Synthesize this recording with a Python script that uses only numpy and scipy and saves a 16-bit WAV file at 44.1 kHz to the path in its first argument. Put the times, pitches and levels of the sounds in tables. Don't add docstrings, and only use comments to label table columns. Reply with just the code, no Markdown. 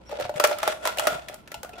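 import sys
import numpy as np
from scipy import signal
from scipy.fft import rfft, irfft
from scipy.io import wavfile

SR = 44100
rng = np.random.default_rng(int(sys.argv[2]) if len(sys.argv) > 2 else 0)


def volts_from_decibels(level):
    exponent = np.asarray(level, float) / 20
    return 10 ** exponent


def transcribe(u):
    v = np.clip(np.atleast_2d(u).T, -1, 1)
    q = np.round(v * 32767).astype(np.int16)
    wavfile.write(sys.argv[1], SR, q)


N = 79380

# frequency in Hz, relative level in dB.
AIR_TONE = [(295, 5), (1050, 30), (1670, -47), (16000, -77)]
# start in seconds, level in dB, pitch in Hz.
SOFT_BUMPS = [(0.218, -32, 125), (0.248, -29, 113), (0.285, -36, 121), (0.356, -26.5, 149),
              (1.069, -23.5, 252), (1.123, -30, 164), (1.151, -29, 153), (1.575, -39, 74)]
# time in seconds, body level in dB, wall level in dB, treble level in dB.
CRINKLE_LEVELS = [(0, -52.5, -72.5, -83), (.075, -58, -63.5, -63), (.13, -31.5, -50, -75),
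                  (.165, -34, -51, -64), (.195, -22, -43, -54), (.24, -34.5, -39, -76),
                  (.32, -78, -71.5, -80), (.37, -28, -46.5, -42), (.5, -23, -42, -75),
                  (.57, -40.5, -50, -65), (.69, -29, -39, -42), (.79, -42, -60, -59), (.87, -25, -36, -32),
                  (.95, -43, -56.5, -76), (1.03, -26.5, -42, -39), (1.17, -24.5, -42, -44),
                  (1.22, -46, -58, -64), (1.36, -43.5, -62.5, -68), (1.41, -62, -67, -83),
                  (1.62, -53, -69.5, -84), (1.75, -45, -61, -75), (1.79, -41, -48, -69)]
# time in seconds, pitch in Hz.
HOLLOW_PITCH = [(.1, 536), (.18, 610), (.22, 596), (1.2, 660), (1.3, 659), (1.8, 699)]
# pitch in Hz, relative level in dB, T60 in seconds.
BODY_MODES = [(585, -8.5, 0.054), (598.5, 1, 0.072), (657.6, -5, 0.16), (705.5, 1.5, 0.081),
              (829, 5.5, 0.03)]
# pitch in Hz, relative level in dB, T60 in seconds.
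WALL_MODES = [(1357, 0, .17), (1432, -2, .13), (2575, -9, .06), (3400, 0, .025)]
# start in seconds, length in seconds, pitch in Hz, level in dB.
BLADE_RUBS = [(0.05, 0.079, 5600, -52.5), (1.728, 0.025, 2630, -40.5)]
# start in seconds, strength in dB, body ring in dB relative to it,
# body ring pitch in Hz, wall colour in Hz, bright crack in dB relative to the strength.
WALL_SNAPS = [(0.093, -32.5, 1.5, 552, 1460, -20), (0.113, -29, -5, 557, 1160, -30),
              (0.124, -34.5, 9, 460, 1220, -100), (0.198, -23.5, 2, 536, 1660, -26),
              (0.208, -18.5, -5, 577, 1040, -48), (0.251, -28, 5, 590, 1000, -36),
              (0.293, -22.5, 2.5, 609, 1320, -43), (0.34, -35.5, 8, 625, 2900, -15),
              (0.359, -26, -5, 633, 2030, -33), (0.398, -3.5, -10, 592, 1070, -13),
              (0.41, -20, -4, 665, 1040, -5), (0.439, 0, -5, 598.7, 1880, -34),
              (0.447, -2.5, -27, 578, 1225, -46), (0.472, -31.5, -22, 624, 1360, 20),
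              (0.512, -17.5, 0.5, 655, 1330, -30), (0.585, -20.5, -26, 590, 1320, 0.5),
              (0.63, -9, -6.5, 657, 1220, -14), (0.676, -6, -5, 624, 1320, -20),
              (0.853, -9.5, -6, 670, 1100, -31), (0.873, -8, -24, 632, 960, -6.5),
              (0.972, -21, -4.5, 743, 1910, -2.5), (0.984, -11.5, -7, 593, 2720, -7),
              (0.995, -8.5, -7, 616, 1340, -3.5), (1.07, -1, -8.5, 603, 1350, -11),
              (1.146, -36, -6.5, 660, 3430, -16), (1.284, -19.5, -18, 610, 1970, -48),
              (1.296, -33, -3, 715, 1260, -27), (1.342, -32, -6.5, 630, 1370, 9),
              (1.475, -29.5, -16.5, 580, 1740, -25), (1.517, -24, -13.5, 584, 1800, -4),
              (1.542, -20.5, -8.5, 661, 2800, -37), (1.631, -23.5, -7.5, 514, 1390, 3),
              (1.646, -27, -4, 676, 1250, -26), (1.692, -34, -4, 703, 1790, -1),
              (1.733, -36.5, -0.5, 441, 2520, -27), (1.781, -31.5, -2, 689, 1560, -29)]

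AIR_DB, HUM_DB, RUMBLE_DB = -59.5, -55.5, -50.5
HUM_HZ, HUM_WIDTH_HZ = 62.7, 0.93
LOW_LIKENESS = 0.67
BUMP_RISE_S, BUMP_T60_S = 0.0018, 0.056

CRINKLES_PER_S, CRINKLE_SPREAD_DB = 1600, 3.5
CLUMP_DB, CLUMPS_PER_S = 4, 60
CRINKLE_BROAD_DB, TICK_S = 10, 0.002
HOLLOW_T60_S, HOLLOW_DB = 0.049, 2
BODY_WANDER = 0.014
WALL_FREE_S, WALL_FREE_DB = 1.0, 8

RUB_T60_S = 0.011

SNAP_RISE_S, SNAP_FALL_S = 0.00035, 0.0026
DENT_RISE_S, DENT_T60_S, DENT_DB = 0.0012, 0.047, 5.5
SHEET_T60_S, SHEET_DB = 0.037, -4
SHEET_DB_PER_OCT = 5
SHEET_PEAK_DB, SHEET_PEAK_OCT = 5, 0.16
PUNCH_DB = 1.5
CRACK_DB, CRACK_LOW_HZ = 14, 2580
BODY_DB, WALL_DB = -13.5, -32.5
MODE_SPREAD_DB = 3.0

CAN_LOW_CUT_HZ, LEFT_LEAN_DB = 299, 0.5
ROOM_T60_S, ROOM_DB = 0.3, -6.5
TOP_HZ = 16500


def rms_one(x):
    return x / np.sqrt(np.mean(x ** 2) + 1e-20)


def in_time(rows):
    s, *columns = np.transpose(rows)
    return [np.interp(np.arange(N) / SR, s, c) for c in columns]


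def band(x, low_hz, high_hz):
    edges = [low_hz, min(high_hz, 0.45 * SR)]
    return signal.sosfilt(signal.butter(2, edges, "band", fs=SR, output="sos"), x)


def ring(x, hz, t60):
    r = volts_from_decibels(-60 / (max(t60, 0.005) * SR))
    w = 2 * np.pi * hz / SR
    return signal.lfilter([0, np.sin(w)], [1, -2 * r * np.cos(w), r * r], x + 1e-18)


def moving_ring(x, hz, t60):
    turn = np.exp(2j * np.pi * np.cumsum(hz) / SR)
    decay = volts_from_decibels(-60 / (t60 * SR))
    return (turn * signal.lfilter([1], [1, -decay], x / turn + 1e-18)).imag


def drift(rate):
    r = np.exp(-2 * np.pi * rate / SR)
    smooth = signal.lfilter([1], [1, -2 * r, r * r], rng.standard_normal(2 * N))
    return rms_one(smooth[N:])


def pair_noise(alike):
    mid, side = rng.standard_normal((2, N))
    alike = np.clip(alike, 0, 1)
    return np.sqrt((1 + alike) / 2) * mid + np.sqrt((1 - alike) / 2) * side * [[1], [-1]]


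def room_air():
    hz = np.maximum(np.fft.rfftfreq(N, 1 / SR), 1)
    points = np.array(AIR_TONE)
    tone_db = np.interp(np.log(hz), np.log(points[:, 0]), points[:, 1])
    return volts_from_decibels(AIR_DB) * rms_one(irfft(rfft(pair_noise(0.14)) * volts_from_decibels(tone_db), N))


def mains_hum():
    hz = np.maximum(np.fft.rfftfreq(N, 1 / SR), 1)
    peak = 1 / (1 + ((hz - HUM_HZ) / HUM_WIDTH_HZ) ** 2)
    return volts_from_decibels(HUM_DB) * rms_one(irfft(rfft(pair_noise(LOW_LIKENESS)) * peak, N))


def rumble():
    return volts_from_decibels(RUMBLE_DB) * rms_one(band(pair_noise(LOW_LIKENESS), 47, 320))


def crinkle():
    body_db, wall_db, treble_db = in_time(CRINKLE_LEVELS)
    hollow_hz, = in_time(HOLLOW_PITCH)
    chance = CRINKLES_PER_S * volts_from_decibels(CLUMP_DB * drift(CLUMPS_PER_S)) / SR
    born = rng.random(N) < chance
    sizes = volts_from_decibels(CRINKLE_SPREAD_DB * np.minimum(rng.exponential(1, N), 4)) * born

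    def rung(modes, wander):
        total = 0
        for hz, db, t60 in modes:
            pitch = hz * (1 + wander * drift(6))
            total = total + volts_from_decibels(db) * moving_ring(sizes * pair_noise(0.13), pitch, t60)
        return rms_one(total)

    tick_shape = signal.lfilter([1], [1, -np.exp(-1 / (TICK_S * SR))], sizes)
    ticks = tick_shape * pair_noise(0.017)
    freed = volts_from_decibels(WALL_FREE_DB * np.minimum(np.arange(N) / SR / WALL_FREE_S, 1))
    rustle = rms_one(band(ticks, 480, 3730))
    wall = freed * rung(WALL_MODES, BODY_WANDER / 2) + volts_from_decibels(CRINKLE_BROAD_DB) * rustle
    hollow = rung([(hollow_hz, 0, HOLLOW_T60_S)], 0)
    body = rms_one(0.5 * rung(BODY_MODES, BODY_WANDER) + volts_from_decibels(HOLLOW_DB) * hollow)
    treble = rms_one(band(ticks, 3400, 8600))
    return volts_from_decibels(body_db) * body + volts_from_decibels(wall_db) * wall + volts_from_decibels(treble_db) * treble


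def blades():
    t, out = np.arange(N) / SR, 0
    for s, length, hz, db in BLADE_RUBS:
        tone = rms_one(ring(ring(pair_noise(0.51), hz, RUB_T60_S), hz, RUB_T60_S))
        swell = np.sin(np.pi * np.clip((t - s) / length, 0, 1))
        out = out + volts_from_decibels(db) * tone * swell
    return out


def snaps():
    columns = (c[:, None, None] for c in np.transpose(WALL_SNAPS))
    s, db, body_db, body_hz, wall_hz, crack_db = columns
    count, t = len(WALL_SNAPS), np.arange(3000) / SR
    rise = 1 - np.exp(-t / SNAP_RISE_S)
    shape = rise ** 2 * np.exp(-t / SNAP_FALL_S)
    slips = rng.standard_normal((count, 2, len(t))) * shape / np.sqrt(np.sum(shape ** 2))
    shared = slips[:, :1] + slips
    where = (s[:, 0] * SR).astype(int) + np.arange(len(t))

    def placed(bursts):
        ears = [np.bincount(where.ravel(), bursts[:, ear].ravel(), N + SR)[:N] for ear in range(2)]
        return np.array(ears)

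    phase = 0.27 * rng.standard_normal((count, 2, 1))
    dent_shape = (1 - np.exp(-t / DENT_RISE_S)) ** 2 * volts_from_decibels(-60 * t / DENT_T60_S)
    dent = volts_from_decibels(db + body_db + DENT_DB) * np.sin(2 * np.pi * body_hz * t + phase) * dent_shape

    octaves = np.log2(np.maximum(np.fft.rfftfreq(len(t), 1 / SR), 1) / wall_hz)
    slope = volts_from_decibels(-SHEET_DB_PER_OCT * np.abs(octaves) * np.where(octaves < 0, 2.5, 1))
    colour = slope + volts_from_decibels(SHEET_PEAK_DB) / (1 + (octaves / SHEET_PEAK_OCT) ** 2)
    noise = rng.standard_normal(slips.shape)
    sheet = irfft(rfft(noise + 0.21 * noise[:, :1]) * colour, len(t))
    sheet = sheet / sheet.std(axis=2, keepdims=True)
    sheet_fade = volts_from_decibels(-60 * t / SHEET_T60_S)
    crunch = volts_from_decibels(db + SHEET_DB) * sheet * rise ** 2 * sheet_fade
    jolt = volts_from_decibels(db + PUNCH_DB) * sheet_fade * irfft(rfft(shared) * colour, len(t))

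    crack = band(placed(volts_from_decibels(db + crack_db + CRACK_DB) * slips), CRACK_LOW_HZ, SR)
    out = placed(dent + crunch + jolt) + crack

    body_strike_db = db + body_db + BODY_DB
    wall_strike_db = db + WALL_DB + WALL_FREE_DB * np.minimum(s / WALL_FREE_S, 1)
    for modes, strike_db in [(BODY_MODES, body_strike_db), (WALL_MODES, wall_strike_db)]:
        for hz, level_db, t60 in modes:
            uneven_db = MODE_SPREAD_DB * rng.standard_normal((count, 1, 1))
            out = out + ring(placed(volts_from_decibels(strike_db + level_db + uneven_db) * shared), hz, t60)
    return out


def bumps():
    t, out = np.arange(N) / SR, 0
    for s, db, hz in SOFT_BUMPS:
        level = volts_from_decibels(db - 60 * np.maximum(t - s, 0) / BUMP_T60_S)
        onset = np.clip((t - s) / BUMP_RISE_S, 0, 1)
        out = out + level * np.sin(2 * np.pi * hz * (t - s)) * onset
    return out


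def room(x):
    t = np.arange(SR // 2) / SR
    tail = rng.standard_normal((2, len(t))) * volts_from_decibels(-60 * t / ROOM_T60_S) * (t > 0.004)
    tail = tail / np.sqrt(np.sum(tail ** 2, axis=1, keepdims=True))
    return signal.fftconvolve(x.mean(axis=0)[None], tail, axes=1)[:, :N]


def scene():
    background = room_air() + mains_hum() + rumble() + bumps()
    low_cut = signal.butter(4, CAN_LOW_CUT_HZ, "high", fs=SR, output="sos")
    can = signal.sosfilt(low_cut, crinkle() + snaps())
    near = can * volts_from_decibels(LEFT_LEAN_DB * np.array([[0.5], [-0.5]]))
    return near + volts_from_decibels(ROOM_DB) * room(can) + blades() + background


def band_limit(x):
    return signal.sosfilt(signal.butter(12, 16810, fs=SR, output="sos"), x)


def record(dry):
    rounded = 1.081 * np.tanh(dry / 1.77)
    finished = signal.sosfilt(signal.cheby2(12, 60, TOP_HZ, fs=SR, output="sos"), rounded)
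    return band_limit(finished)


dry = scene()
out = record(dry)
transcribe(out)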